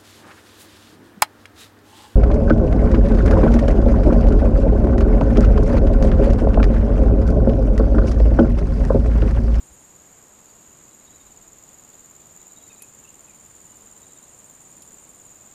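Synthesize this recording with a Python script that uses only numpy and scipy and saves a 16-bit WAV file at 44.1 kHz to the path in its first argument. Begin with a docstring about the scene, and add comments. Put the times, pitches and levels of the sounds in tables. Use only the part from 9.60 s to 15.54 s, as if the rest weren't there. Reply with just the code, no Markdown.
"""Two ground crickets chirp close by at the edge of a swamp pool, with neighbours and a chorus behind.
Each wing stroke is a short tone that sags in pitch as the scraper slows; stems and water scatter it.
Small birds twitter far off. A soft bump, a drip and a few dry clicks sound near the camera,
whose electronics whine faintly over the rush of distant air."""
import sys
import numpy as np
from scipy import signal
from scipy.fft import rfft, irfft
from scipy.io import wavfile
from scipy.ndimage import uniform_filter1d

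SR = 44100
rng = np.random.default_rng(int(sys.argv[2]) if len(sys.argv) > 2 else 0)


def wrap_up_sound(samples):
    """Save the sound to the file named by the first command line argument, as 16-bit audio."""
    columns = np.atleast_2d(samples).T
    # keep every value between -1 and 1, then stretch to whole-number steps
    tamed = np.clip(columns, -1, 1)
    steps = np.round(tamed * 32767).astype(np.int16)
    wavfile.write(sys.argv[1], SR, steps)


N = 261954


def near_cricket(stroke_gap_s=.0118, echo_s=.0042, echo_db=-11):
    """Stridulation with a reflection: two strong strokes between two faint, each echoed by the water."""
    # chirp tempo: t/s, rate/Hz
    tempo = [(.032, 18.03), (.6, 18.18), (2.1, 18.99), (2.9, 19.02), (3.7, 19.62), (4.45, 19.23),
             (4.7, 18.5), (5.4, 18.45), (5.94, 19.48)]
    # the song firms up: t/s, relative level/dB, chirp-to-chirp spread/dB, f/Hz,
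    # first strong stroke re the second/dB, octave re fundamental/dB
    song = [(0, -46.5, 2.5, 7030, -4.5, -17), (1.2, -46, 1.5, 7070, -2.5, -20),
            (1.8, -42, 0.5, 7080, -8, -19), (2.3, -42.5, 0.7, 7110, -1.5, -18),
            (3.1, -42, 0.5, 7125, .5, -20), (3.7, -44, .7, 7160, 0.5, -20),
            (4.6, -43, .7, 7168, 0.5, -18.5), (5.9, -43.5, 0.3, 7170, 1, -17.5)]
    when, *columns = np.transpose(song)
    out = np.zeros(N)
    for s in beat_times(tempo):
        db, spread_db, hz, first_db, octave_db = (np.interp(s, when, column) for column in columns)
        db += spread_db * rng.standard_normal()
        hz *= 1 + .0013 * rng.standard_normal()
        for k, stroke_db in ((-2, first_db - 7.5), (-1, first_db), (0, 0), (.97, -14)):
            for lag, path_db in ((0, 0), (echo_s, echo_db)):
                add(out, *stroke(s + k * stroke_gap_s + lag, db + stroke_db + path_db, hz,
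                                 length=.0095, sag=.01, octave_db=octave_db, rasp=.14))
    return gain_of(1.3) * scatter(out, t60=.07, wet_db=-8.5)


def high_cricket(stroke_gap_s=.0103, hz=9080):
    """Stridulation in pulse trains: five strokes swell to the strongest, which falls on the beat."""
    # burst tempo, one curve a bout: t/s, rate/Hz
    bouts = [
        [(.071, 12.6), (.25, 12.6)],
        [(2.883, 15.37), (3.3, 14.23), (4.1, 14.56), (4.5, 12.72), (5.7, 12.66)],
    ]
    # singing effort, soft at first after the pause: t/s, relative level/dB
    effort = [(.25, -52.7), (2.88, -65), (3.65, -55), (4.5, -53), (5.7, -52)]
    out = np.zeros(N)
    for s in np.concatenate([beat_times(bout) for bout in bouts]):
        db = np.interp(s, *np.transpose(effort))
        for k, swell_db in enumerate([1, .3, 0, -1, -8]):  # counted back from the beat
            stroke_hz = hz * (1 + .003 * rng.standard_normal())
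            add(out, *stroke(s - k * stroke_gap_s, db + swell_db, stroke_hz,
                             length=.009, sag=.02, octave_db=-60, rasp=.15))
    return gain_of(1.2) * scatter(out, t60=.04, wet_db=-14)


def stroke(s, db, hz, length, sag, octave_db, rasp):
    """Forced vibration of a wing: the scraper slows along the file and catches its teeth unevenly."""
    u = np.linspace(-1, 1, max(int(length * SR), 2))
    roughness = uniform_filter1d(rng.standard_normal((2, 2048)), size=60, axis=1) * np.sqrt(60)
    grip, slip = roughness[:, :len(u)]
    phase = 2 * np.pi * (np.cumsum(hz * (1 - sag * u)) / SR + rng.random()) + rasp * slip
    fundamental = np.cos(u * np.pi / 2) ** 2 * np.sin(phase)  # loudest in mid-stroke
    octave = gain_of(octave_db) * (1 - u ** 4) * np.sin(2 * phase)  # lasts the whole scrape
    start = s - length / 2
    return start, gain_of(db) * (1 + rasp * grip) * (fundamental + octave)


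def neighbour_crickets():
    """Independent sources add: each sings three-stroke chirps to its own beat, through more stems."""
    # singers: f/Hz, chirp rate/Hz, stroke rate/Hz, first level/dB, last level/dB, relative octave/dB
    singers = [(6800, 19.2, 77, -60.5, -58.5, -26), (6890, 18.4, 75, -61.5, -63, -18),
               (6633, 18.8, 76, -62.5, -67, -21), (7530, 26.7, 106, -60.5, -65, -33),
               (8100, 26.2, 105, -70, -61.5, -30), (9580, 13.6, 95, -74.5, -78.5, -30)]
    total, t = np.zeros(N), np.arange(N) / SR
    for hz, chirp_rate, stroke_rate, early_db, late_db, octave_db in singers:
        beats = np.cumsum(chirp_rate * (1 + .015 * drift(.7))) / SR + rng.random()
        on_beat = np.diff(np.floor(beats)) > 0
        song = np.zeros(N)
        for s in t[1:][on_beat]:
            for k, stroke_db in enumerate([-4, 0, -3]):
                loud, sharp = rng.standard_normal(2)
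                add(song, *stroke(s + k / stroke_rate, stroke_db + 1.55 * loud, hz * (1 + .0031 * sharp),
                                  length=.0105, sag=.014, octave_db=octave_db, rasp=.17))
        total += unit_rms(scatter(song, t60=.1, wet_db=-3)) * gain_of(np.linspace(early_db, late_db, N))
    return total


def far_chorus():
    """Incoherent summation: the overlapping strokes of distant crickets blur into shimmering bands."""
    # chorus bands: f/Hz, width/Hz, relative level/dB
    bands = [(6370, 310, -10), (6640, 120, -10), (6775, 67, -2), (6970, 44, -1), (7140, 73, 1.5),
             (7300, 290, -2), (7540, 70, 0), (7760, 72, -7), (7760, 70, -7), (8020, 70, -5.5),
             (8470, 50, -9.5), (8340, 1500, -15.5), (9460, 700, -22)]
    f, out = np.fft.rfftfreq(N, 1 / SR), np.zeros(N)
    for hz, width, db in bands:
        peak = 1 / (1 + ((f - hz) / (.72 * width)) ** 2)
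        out += gain_of(db) * filtered_noise(peak) * gain_of(drift(83))
    return gain_of(-57.5) * unit_rms(out)


def birds(chip_s=.019, chip_fall_hz=70, beat_s=.0645):
    """Reverberation among trees blurs a repeated twitter, lower double chips and one faint whistle."""
    # repeats of the twitter: first loud note t/s, relative level/dB
    repeats = [(1.465, -59), (2.959, -57.5), (4.423, -63)]
    # its notes, soft ones first: beat, length/s, start f/Hz, middle f/Hz, end f/Hz, relative level/dB
    phrase = [(-2.5, .025, 3880, 3910, 3950, -6.5), (-1, 0.026, 3950, 3960, 3980, -6.5),
              (-.4, .025, 4350, 4430, 4450, -11), (0, 0.0295, 3850, 3780, 4030, 0.5),
              (0.5, .03, 3550, 3380, 3170, -6.5), (1, .026, 3870, 3910, 3900, -2),
              (2, .033, 3800, 3700, 3850, -1), (3, .027, 3820, 3920, 4150, -1)]
    # a lower bird's double chips: t/s, gap/s, first f/Hz, second f/Hz, relative level/dB
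    chips = [(3.098, .012, 2570, 2480, -56), (3.201, .028, 2520, 2520, -56),
             (3.443, .028, 2690, 2830, -56.5), (3.675, 0.021, 2550, 2410, -58)]
    out = np.zeros(N)
    for s, db in repeats:
        for beat, length, *pitches, note_db in phrase:
            add(out, s + beat * beat_s, whistle(length, pitches, db + note_db))
    for s, gap, first_hz, second_hz, db in chips:
        for start, hz in ((s, first_hz), (s + gap, second_hz)):
            add(out, start, whistle(chip_s, [hz + chip_fall_hz, hz, hz - chip_fall_hz], db))
    add(out, 4.055, whistle(length=.12, pitches=[2750, 2940, 2860], db=-70))
    return gain_of(1.1) * scatter(out, t60=.34, wet_db=-4, count=600)


def whistle(length, pitches, db, warble_hz=90):
    """Fast frequency modulation roughens a tone gliding through a start, middle and end pitch."""
    u = np.linspace(0, 1, int(length * SR))
    glide = np.polyval(np.polyfit([0, .5, 1], pitches, 2), u)
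    warble = np.sin(2 * np.pi * (rng.uniform(82, 170) * length * u + rng.random()))
    hz = glide + warble_hz * warble * np.exp(-length * u / .04)  # a held note steadies
    return gain_of(db) * np.sin(np.pi * u) * np.sin(2 * np.pi * np.cumsum(hz) / SR)


def dry_clicks():
    """Transients with exponential decay: each is part bright snap and part woody knock."""
    # clicks: t/s, snap level/dB, knock level/dB, knock f/Hz, decay time/s
    clicks = [(2.207, -55, -57, 2800, .002), (2.336, -75, -55, 3800, .003), (3.083, -55, -57, 5300, 0.0033),
              (3.2202, -45, -53, 2800, .003), (3.222, -37, -52, 1800, 0.0029),
              (3.2238, -42.5, -51, 3200, .003), (3.254, -57, -70, 4000, .003),
              (3.2825, -54, -70, 4000, .002), (5.133, -72, -53, 5300, .002), (5.221, -46, -51, 4600, .004),
              (5.2265, -47, -53, 3200, .003)]
    # snap spectrum: f/Hz, relative level/dB
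    snap_spectrum = [(1000, -27), (5000, -17.5), (8000, -10), (9000, -1), (10400, -2.5), (12500, -5.5),
                     (13500, -21), (15000, -21)]
    # knock spectrum: multiple of the knock's frequency, relative level/dB
    knock_spectrum = [(.2, -24), (.65, -20), (.9, 1.5), (1.15, -2), (1.6, -27), (3, -37)]
    out, t = np.zeros(N), np.arange(N) / SR
    snap = noise(snap_spectrum)
    for s, snap_db, knock_db, knock_hz, decay in clicks:
        knock = noise([(ratio * knock_hz, db) for ratio, db in knock_spectrum])
        envelope = (t >= s) * np.exp(-abs(t - s) / decay)
        out += envelope * (gain_of(snap_db) * snap + gain_of(knock_db) * knock)
    return scatter(out, t60=.11, wet_db=-14)


def drip(s=.892, hz=4646, t60=.04, db=-55):
    """Damped oscillation: one small drop rings briefly on the pool."""
    age = np.maximum(np.arange(N) / SR - s, 0)
    ring = gain_of(db - 60 * age / t60) * np.sin(2 * np.pi * hz * age)
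    return scatter(ring, t60=.1, wet_db=-8)


def bump(s=.12, hz=62, width_s=.013, db=-45.5):
    """Structure-borne sound: a soft push on the camera body gives one low pulse."""
    t = np.arange(N) / SR - s
    return -gain_of(db) * np.exp(-(t / width_s) ** 2) * np.cos(2 * np.pi * hz * t)


def distant_air():
    """Broadband noise: the rush and hiss of distant air, wavering slightly in level."""
    # spectral density of the air: f/Hz, relative level/dB
    spectrum = [(15, -9), (35, -5.5), (90, 0.5), (220, 0.5), (400, -2.5), (800, -5.5), (1250, -7.5),
                (1500, -11), (2000, -12.5), (3000, -15), (5500, -20), (10000, -21.5), (12300, -26.5),
                (13200, -20), (15000, -26)]
    return gain_of(-55) * noise(spectrum) * gain_of(.21 * drift(4.5))


def breeze():
    """Pressure fluctuations: light wind on the microphone makes a low rumble."""
    # gusts: t/s, level/dB
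    gusts = [(0, -65), (.2, -72), (.35, -85), (1.4, -80), (1.65, -64), (1.9, -67), (2.2, -77), (5.9, -84)]
    rumble = noise([(10, -7), (35, -1), (70, -5), (150, -23), (1000, -72)])
    return gain_of(np.interp(np.arange(N) / SR, *np.transpose(gusts))) * rumble


def tree_cricket(hz=3941):
    """Random modulation: one far, unbroken song wavers in amplitude and frequency."""
    amplitude = gain_of(-80.5) * (1 + .5 * drift(30))
    return amplitude * np.sin(2 * np.pi * np.cumsum(hz + 9 * drift(40)) / SR)


def camera_whine(hz=11793, frame_hz=30):
    """Phase modulation: a thin electronic tone flutters at the frame rate."""
    t = np.arange(N) / SR
    flutter = .5 * np.sin(2 * np.pi * frame_hz * t) + .16 * drift(150)
    return gain_of(-69.5) * np.sin(2 * np.pi * hz * t + flutter)


def scatter(x, t60, wet_db, count=120):
    """Multipath propagation: direct sound plus sparse reflections that fall by 60 dB in t60 seconds."""
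    delay = t60 * (np.arange(count) + rng.random(count)) / count
    taps = np.zeros(int(t60 * SR) + 1)
    taps[(delay * SR).astype(int)] = rng.choice([-1, 1], count) * 1e-3 ** (delay / t60)
    return x + gain_of(wet_db) * signal.oaconvolve(x, taps / np.linalg.norm(taps))[:N]


def beat_times(tempo):
    """Phase is the integral of rate: a beat falls at the curve's start and after each whole cycle."""
    when, rate = np.transpose(tempo)
    t = np.arange(when[0], when[-1], 1 / SR)
    beats = np.cumsum(np.interp(t, when, rate)) / SR
    return np.interp(np.arange(beats[-1]), beats, t)


def noise(spectrum):
    """Coloured noise of rms 1 from rows of f/Hz, relative level/dB."""
    hz, db = np.transpose(spectrum)
    colour = gain_of(np.interp(np.log(np.fft.rfftfreq(N, 1 / SR) + 1), np.log(hz), db))
    return unit_rms(filtered_noise(colour))


def drift(cutoff_hz):
    """Low-pass noise: a random fluctuation of rms 1."""
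    return unit_rms(filtered_noise(np.exp(-(np.fft.rfftfreq(N, 1 / SR) / cutoff_hz) ** 2)))


def filtered_noise(response):
    """Linear filtering: white noise takes the shape of a frequency response."""
    return irfft(rfft(rng.standard_normal(N)) * response, N)


def gain_of(db):
    """Amplitude ratio of a level in decibels."""
    return 10 ** (np.asarray(db) / 20)


def unit_rms(x):
    """Normalisation to an rms of 1."""
    return x / np.sqrt(np.mean(x ** 2) + 1e-20)


def add(mix, s, sound):
    """Superposition: a sound joins the mix from time s."""
    start = round(s * SR)
    part = mix[max(start, 0):][:max(len(sound) + min(start, 0), 0)]
    part += sound[max(-start, 0):][:len(part)]


def scene():
    """Superposition in mono: crickets, birds and small near sounds over the air of the swamp."""
    crickets = near_cricket() + high_cricket() + neighbour_crickets() + far_chorus()
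    events = birds() + dry_clicks() + drip() + bump()
    background = distant_air() + breeze() + tree_cricket() + camera_whine()
    return (crickets + events + background)[None]


def record(dry, notch_hz=7867, cutoff_hz=15030):
    """Filters in series: the camera cuts a narrow notch in the treble, then limits the bandwidth."""
    notched = signal.lfilter(*signal.iirnotch(notch_hz, Q=50, fs=SR), dry)
    lowpass = signal.firwin(1411, cutoff_hz, window=("kaiser", 9), fs=SR)
    return signal.oaconvolve(notched, lowpass[None], "same")


dry = scene()
out = record(dry)
wrap_up_sound(out)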